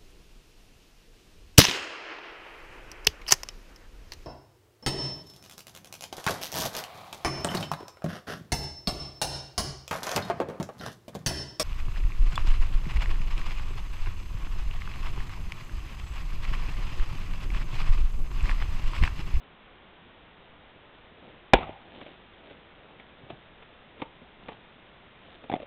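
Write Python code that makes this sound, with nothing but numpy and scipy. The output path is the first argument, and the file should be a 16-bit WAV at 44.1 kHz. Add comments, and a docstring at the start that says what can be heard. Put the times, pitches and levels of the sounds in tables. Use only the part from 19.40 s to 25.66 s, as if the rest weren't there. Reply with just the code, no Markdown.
"""A heavy maul drives a steel wedge into a standing log: ringing tones, a burst of tearing wood and a low thump.
The wood then splits in jerks, the tool knocks as it is worked loose, and a loose slab clatters: short damped tones
and noise bursts. Feet shift on wood chips (swelling grains of noise), and forest trunks return dense echoes.
A small camera on the ground hears it all through a narrow band over steady hiss, and flattens the loudest peaks."""
import sys
import numpy as np
from scipy import signal
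from scipy.fft import rfft, irfft
from scipy.io import wavfile

SR = 44100
rng = np.random.default_rng(int(sys.argv[2]) if len(sys.argv) > 2 else 0)


def waveform_to_disk(signal):
    """Save audio, clipped to [-1, 1], as 16-bit WAV at the path in sys.argv[1]."""
    frames = np.transpose(np.atleast_2d(signal))
    scaled = np.clip(frames, -1, 1) * 32767
    samples = np.round(scaled).astype(np.int16)
    wavfile.write(sys.argv[1], SR, samples)


N = 276225

# Maul, wedge and log ringing together. Each row: tone in Hz, level in dB, time to fall by 60 dB in seconds.
WEDGE_TONES = [(155, -11, 0.04), (221, -7, 0.039), (265, -8, 0.048), (392.4, -4.5, 0.044), (503, -2, 0.036),
               (669, 4, 0.024), (770.6, 3.5, 0.029), (927, -7, 0.036), (1132, -15, 0.029),
               (1443, -5.5, 0.027), (1645, -4, 0.022), (2006, -9, 0.025), (2385, 1.5, 0.017),
               (2460, -10, 0.027), (2860, -18, 0.038), (3100, -20.5, 0.044), (3423, -11.5, 0.027),
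               (3620, -8, 0.018)]
# After the blow the log lands on the ground, then the split gives way in jerks. Each row: start in seconds,
# peak level in dB, pitch ratio.
SPLIT_JERKS = [(2.152, -25.5, 1.2), (2.186, -27.5, 0.66), (2.230, -28, 1.8), (2.2919, -28, 0.9)]
# The tool knocks on the log as it is worked loose.
# Each row: start in seconds, peak of the thump in dB, level of the steel tick in dB, pitch ratio of the thump.
TOOL_KNOCKS = [(2.612, -42, -39, 0.63), (2.663, -59, -39, 1), (3.107, -40.5, -47.5, .6),
               (3.502, -43.5, -58, 0.91), (3.598, -58, -41.5, 1.1), (3.9009, -32, -36, 0.73),
               (4.2216, -46, -43.5, 1.01), (4.6, -44.5, -43, 1.13), (4.6178, -22, -31, 0.97),
               (4.816, -41.5, -55, 0.514), (5.0843, -27, -33.5, 0.94), (5.116, -39, -48, .9),
               (6.038, -39, -43.5, 0.55)]
# The log under a light knock, at pitch ratio 1.
# Each row: tone in Hz, relative level in dB, time to fall by 60 dB in seconds.
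LOG_TONES = [(175, -5.5, 0.029), (231.5, -4.5, 0.037), (310, -4.5, 0.043), (456, 0.5, 0.038),
             (814, -4.5, 0.031), (918, 3, 0.025), (1187, -9, 0.035), (1345, -23, 0.011), (2010, -12, 0.021),
             (2200, -21.5, 0.036), (2860, -20.5, 0.0075)]
# The loose slab of wood, at pitch ratio 1.
# Each row: tone in Hz, relative level in dB, time to fall by 60 dB in seconds.
SLAB_TONES = [(137, -8.5, 0.019), (245, -9.5, 0.015), (322, 1.5, 0.017), (394, -16.5, 0.051),
              (570, -21, 0.077), (646, -3, 0.032), (718, -4, 0.048), (1167, -38, 0.0102),
              (2020, -13, 0.0166), (3500, -16, 0.022)]
# The slab lands and rocks over onto its other end.
# Each row: start in seconds, peak of the landing in dB, peak of the rebound in dB, rocking time in seconds, pitch ratio.
SLAB_LANDINGS = [(6.0976, -20.5, -20.5, 0.027, 1.07), (6.1376, -15, -27, .0243, 1.002),
                 (6.2002, -30, -32, .0285, 0.85)]
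# The swing, the recovery and each shift of weight.
# Each row: middle in seconds, length in seconds, rubbing level in dB, crunching level in dB.
MOVEMENTS = [(1.866, 0.17, -53.5, -67), (2.609, 0.31, -54, -58.5), (3.096, 0.19, -57.5, -63.5),
             (3.482, 0.23, -62, -78), (3.885, 0.18, -57.5, -69), (4.605, .1, -55.5, -68),
             (5.1, 0.11, -60, -59), (5.922, 0.19, -62, -60)]
# Boots coming down on soft ground. Each row: start in seconds, level in dB.
BOOT_STEPS = [(3.832, -35.5), (3.925, -31.5)]
# Balance of low and high in each noise or echo. Each row: frequency in Hz, relative level in dB per Hz.
CLICK_COLOUR = [(100, -3), (600, 5.5), (1500, -7.5), (2300, -1.5), (4000, -9)]
RUBBING_COLOUR = [(40, -16.5), (150, -4.5), (400, 1.5), (750, -2), (1200, -19), (4000, -31)]
CRUNCH_COLOUR = [(300, -15), (900, -9.5), (1600, -3.5), (3000, 2), (4500, 1)]
NEAR_TRUNKS_COLOUR = [(30, -5.5), (150, 0), (380, 5.5), (600, 1), (870, 12.5), (1150, -6), (1800, -7.5),
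                      (2250, -1.5), (2700, -3), (4000, -7.5)]
TREE_LINE_COLOUR = [(30, 6), (100, 10), (400, -1.5), (600, 5.5), (800, 13.5), (1050, 1.5), (1260, -2),
                    (1700, -7.5), (2300, -1), (4000, -12.5)]
HISS_COLOUR = [(20, -2), (60, -3), (143, -6), (178, -4), (258, -6), (445, -7), (751, -8), (3700, -14.5),
               (4810, -24.5)]

TIME = np.arange(N) / SR
HIT_TIME = TIME[:SR // 3]   # time within one hit, in seconds

BLOW_S = 2.134
DRIVE_S, TOUCH_S = 0.0015, 0.0007   # how gradually the tones build up: blow, light touch
TEAR_DB, TEAR_T60 = -10.5, 0.036
SNAP_DB, SNAP_FADE_DB_PER_S = 3.5, 126.5   # snapping fibres against the jerk; they fade as the strain is spent
SPLINTER_T60 = 0.031
SCUFF_DB = -6   # energy of the scuff against the first touch
SEAT_S, SEAT_SCUFF_S = 0.00311, 0.018   # the steel ticks first, then seats in the wood with a scuff
TICK_T60 = 0.054
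EDGE_SHARE, EDGE_DB, EDGE_PITCH = 0.68, -6, 0.735   # part of the way over, an edge catches (dB against the rebound)
REBOUND_PITCH, SLAB_SCUFF_S = 0.902, 0.0026
SPLINTER_DB, SPLINTER_FOLLOWS = -22, 0.69   # click of a full-scale contact; dB per dB of contact level
LANDING_THUD_DB, THUD_FOLLOWS = 15.5, 1.74   # thud of a full-scale landing; dB per dB, so light landings barely thud
STIR_DB = -68.5   # faint stirring between the movements
REPORT_DB, LIGHT_ECHO_DB = 26.0, -11.5   # sent out to the trees; light contacts send less
BAND_EDGE_HZ, CUTOFF_HZ = 3773, 17000
OVERLOAD = 0.69   # ceiling for the loudest peaks


def from_db(db):
    """Turn decibels into gain."""
    return 10 ** (np.asarray(db) / 20)


def rms_one(x):
    """Scale a sound so that its average strength (rms) is one."""
    return x / np.sqrt(np.mean(x ** 2) + 1e-20)


def dying(t, t60):
    """Fade steadily in dB from t = 0, by 60 dB every t60 seconds; silent before."""
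    return (t >= 0) * from_db(-60 * np.abs(t) / t60)


def add(track, s, sound):
    """Mix a sound into the track, starting at s seconds."""
    start = int(round(s * SR))
    track[start:start + len(sound)] += sound[:N - start]


def coloured(x, colour):
    """Shape the spectrum of noise or clicks, cut it off at 4600 Hz and set its rms to one."""
    hz, db = np.transpose(colour)
    bins_hz = np.maximum(np.arange(len(x) // 2 + 1) * SR / len(x), 1)
    gain = from_db(np.interp(np.log(bins_hz), np.log(hz), db))
    gain = gain * (bins_hz < 4600)
    return rms_one(irfft(rfft(x) * gain, len(x)))


def grains(size, per_s, spread_db):
    """Scatter random clicks of uneven strength and either sign."""
    born = rng.random(size) < per_s / SR
    sign = rng.choice([-1, 1], size)
    strength = from_db(spread_db * np.clip(rng.standard_normal(size), -2, 2))
    return born * sign * strength


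def ringing(tones, contact_s, pitch):
    """A struck body sounds several fading tones, which build up more slowly when the contact is longer."""
    out = np.zeros(len(HIT_TIME))
    for hz, db, t60 in tones:
        wave = np.sin(2 * np.pi * hz * pitch * HIT_TIME)
        out += from_db(db) * wave * dying(HIT_TIME, t60)
    return out * (1 - np.exp(-HIT_TIME / contact_s))


def crack(t60):
    """A short, dense burst of fading noise, as from snapping fibres."""
    return coloured(rng.standard_normal(len(HIT_TIME)), CLICK_COLOUR) * dying(HIT_TIME, t60)


def thud(hz, t60):
    """The ground gives and springs back: a low tone builds up over about one cycle and dies away."""
    build_up = 1 - np.exp(-hz * HIT_TIME)
    return np.sin(2 * np.pi * hz * HIT_TIME) * build_up * dying(HIT_TIME, t60)


def contact(tones, db, scuff_s, pitch):
    """A light contact: a touch and a short noisy scuff set the body's tones ringing."""
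    scuff = rng.standard_normal(len(HIT_TIME)) * np.exp(-HIT_TIME / scuff_s)
    force = from_db(SCUFF_DB) * scuff / np.linalg.norm(scuff)
    force[0] += 1   # the touch itself
    body = signal.fftconvolve(force, ringing(tones, TOUCH_S, pitch))[:len(HIT_TIME)]
    # the contact's sound is thinned below about 130 Hz
    low_cut = signal.butter(2, 130, "high", fs=SR, output="sos")
    body = signal.sosfilt(low_cut, body)
    return from_db(db) * body / np.abs(body).max()


def blow():
    """The wedge rings and the wood tears as it is driven in, then the log thumps the ground."""
    out = np.zeros(N)
    add(out, BLOW_S, ringing(WEDGE_TONES, DRIVE_S, pitch=1))
    add(out, BLOW_S, from_db(TEAR_DB) * crack(TEAR_T60))
    add(out, BLOW_S + 0.005, thud(hz=41, t60=0.076))
    return out


def splitting():
    """The log lands on the ground, then the slab jerks away from it; the snap of fibres weakens against each
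    contact as the strain is spent."""
    out = np.zeros(N)
    for s, db, pitch in SPLIT_JERKS:
        snap_db = db + SNAP_DB - SNAP_FADE_DB_PER_S * (s - BLOW_S)
        add(out, s, contact(SLAB_TONES, db, scuff_s=0.00293, pitch=pitch))
        add(out, s, from_db(snap_db) * crack(SPLINTER_T60))
    return out


def tool_knocks():
    """Each knock is a short noisy tick of steel, then a thump that rings the log."""
    out = np.zeros(N)
    for s, thump_db, tick_db, pitch in TOOL_KNOCKS:
        add(out, s, from_db(tick_db) * crack(TICK_T60))
        add(out, s + SEAT_S, contact(LOG_TONES, thump_db, SEAT_SCUFF_S, pitch))
    return out


def clatter():
    """The slab thuds on the ground and rocks: one end, an edge and the other end touch in turn."""
    out = np.zeros(N)
    for s, landing_db, rebound_db, rock_s, pitch in SLAB_LANDINGS:
        thud_db = LANDING_THUD_DB + THUD_FOLLOWS * landing_db
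        add(out, s, from_db(thud_db) * thud(hz=290, t60=0.02))
        # each touch: delay in seconds, peak level in dB, pitch ratio, extra click in dB
        touches = [(0, landing_db, 1, 0),
                   (EDGE_SHARE * rock_s, rebound_db + EDGE_DB, EDGE_PITCH, 8.0),
                   (rock_s, rebound_db, REBOUND_PITCH, 0)]
        for lag_s, db, ratio, extra_click_db in touches:
            click_db = SPLINTER_DB + SPLINTER_FOLLOWS * db + extra_click_db
            add(out, s + lag_s, contact(SLAB_TONES, db, SLAB_SCUFF_S, pitch * ratio))
            add(out, s + lag_s, from_db(click_db) * crack(SPLINTER_T60))
    return out


def movement():
    """Each movement swells and fades: cloth rubs and chips crunch in fine grains; boots land with thuds."""
    rubbing = crunching = from_db(STIR_DB)
    for s, length_s, rubbing_db, crunching_db in MOVEMENTS:
        swell = np.exp(-(2 * (TIME - s) / length_s) ** 2)
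        rubbing = rubbing + from_db(rubbing_db) * swell
        crunching = crunching + from_db(crunching_db) * swell
    out = rubbing * coloured(grains(N, per_s=900, spread_db=5.0), RUBBING_COLOUR)
    out += crunching * coloured(grains(N, per_s=620, spread_db=7.0), CRUNCH_COLOUR)
    for s, db in BOOT_STEPS:
        add(out, s, from_db(db) * thud(hz=130, t60=0.065))
    return out


def echoes(colour, delay_s, rise_s, t60):
    """Many trunks each throw back a small echo; together they swell and fade, with about unit gain in the band."""
    t = TIME[:SR]
    rise = 1 - np.exp(-np.maximum(t - delay_s, 0) / rise_s)
    swell = rise * dying(t - delay_s, t60)
    response = coloured(grains(SR, per_s=5100, spread_db=3.5), colour) * swell
    return response / np.linalg.norm(response) * np.sqrt(2 * BAND_EDGE_HZ / SR)


def clearing(x):
    """Sound returns from the clearing: nearby trunks scatter it early and the tree line answers later."""
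    near = from_db(-14.0) * echoes(NEAR_TRUNKS_COLOUR, delay_s=0.012, rise_s=0.0011, t60=0.21)
    far = from_db(-21.0) * echoes(TREE_LINE_COLOUR, delay_s=0.062, rise_s=0.0042, t60=0.56)
    return signal.fftconvolve(x, near + far)[:N]


def hiss():
    """Steady microphone hiss and the faint air of the forest, as one shaped noise."""
    return from_db(-54.0) * coloured(rng.standard_normal(N), HISS_COLOUR)


def scene():
    """The blow and the light contacts sound in the clearing, over movement and hiss."""
    light = splitting() + tool_knocks() + clatter()
    outward = from_db(LIGHT_ECHO_DB) * light
    # summed over all directions, the blow is one sharp report
    add(outward, BLOW_S, from_db([REPORT_DB]))
    mix = blow() + light + clearing(outward) + movement() + hiss()
    return mix[None]


def record(dry):
    """The camera passes only a narrow band, flattens the loudest peaks, and cuts the very top."""
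    band = signal.butter(18, BAND_EDGE_HZ, fs=SR, output="sos")
    narrow = signal.sosfilt(band, dry)
    flattened = narrow / (1 + (narrow / OVERLOAD) ** 10) ** (1 / 10)
    top_cut = signal.cheby2(12, 70, CUTOFF_HZ, fs=SR, output="sos")
    return signal.sosfilt(top_cut, flattened)


dry = scene()
out = record(dry)
waveform_to_disk(out)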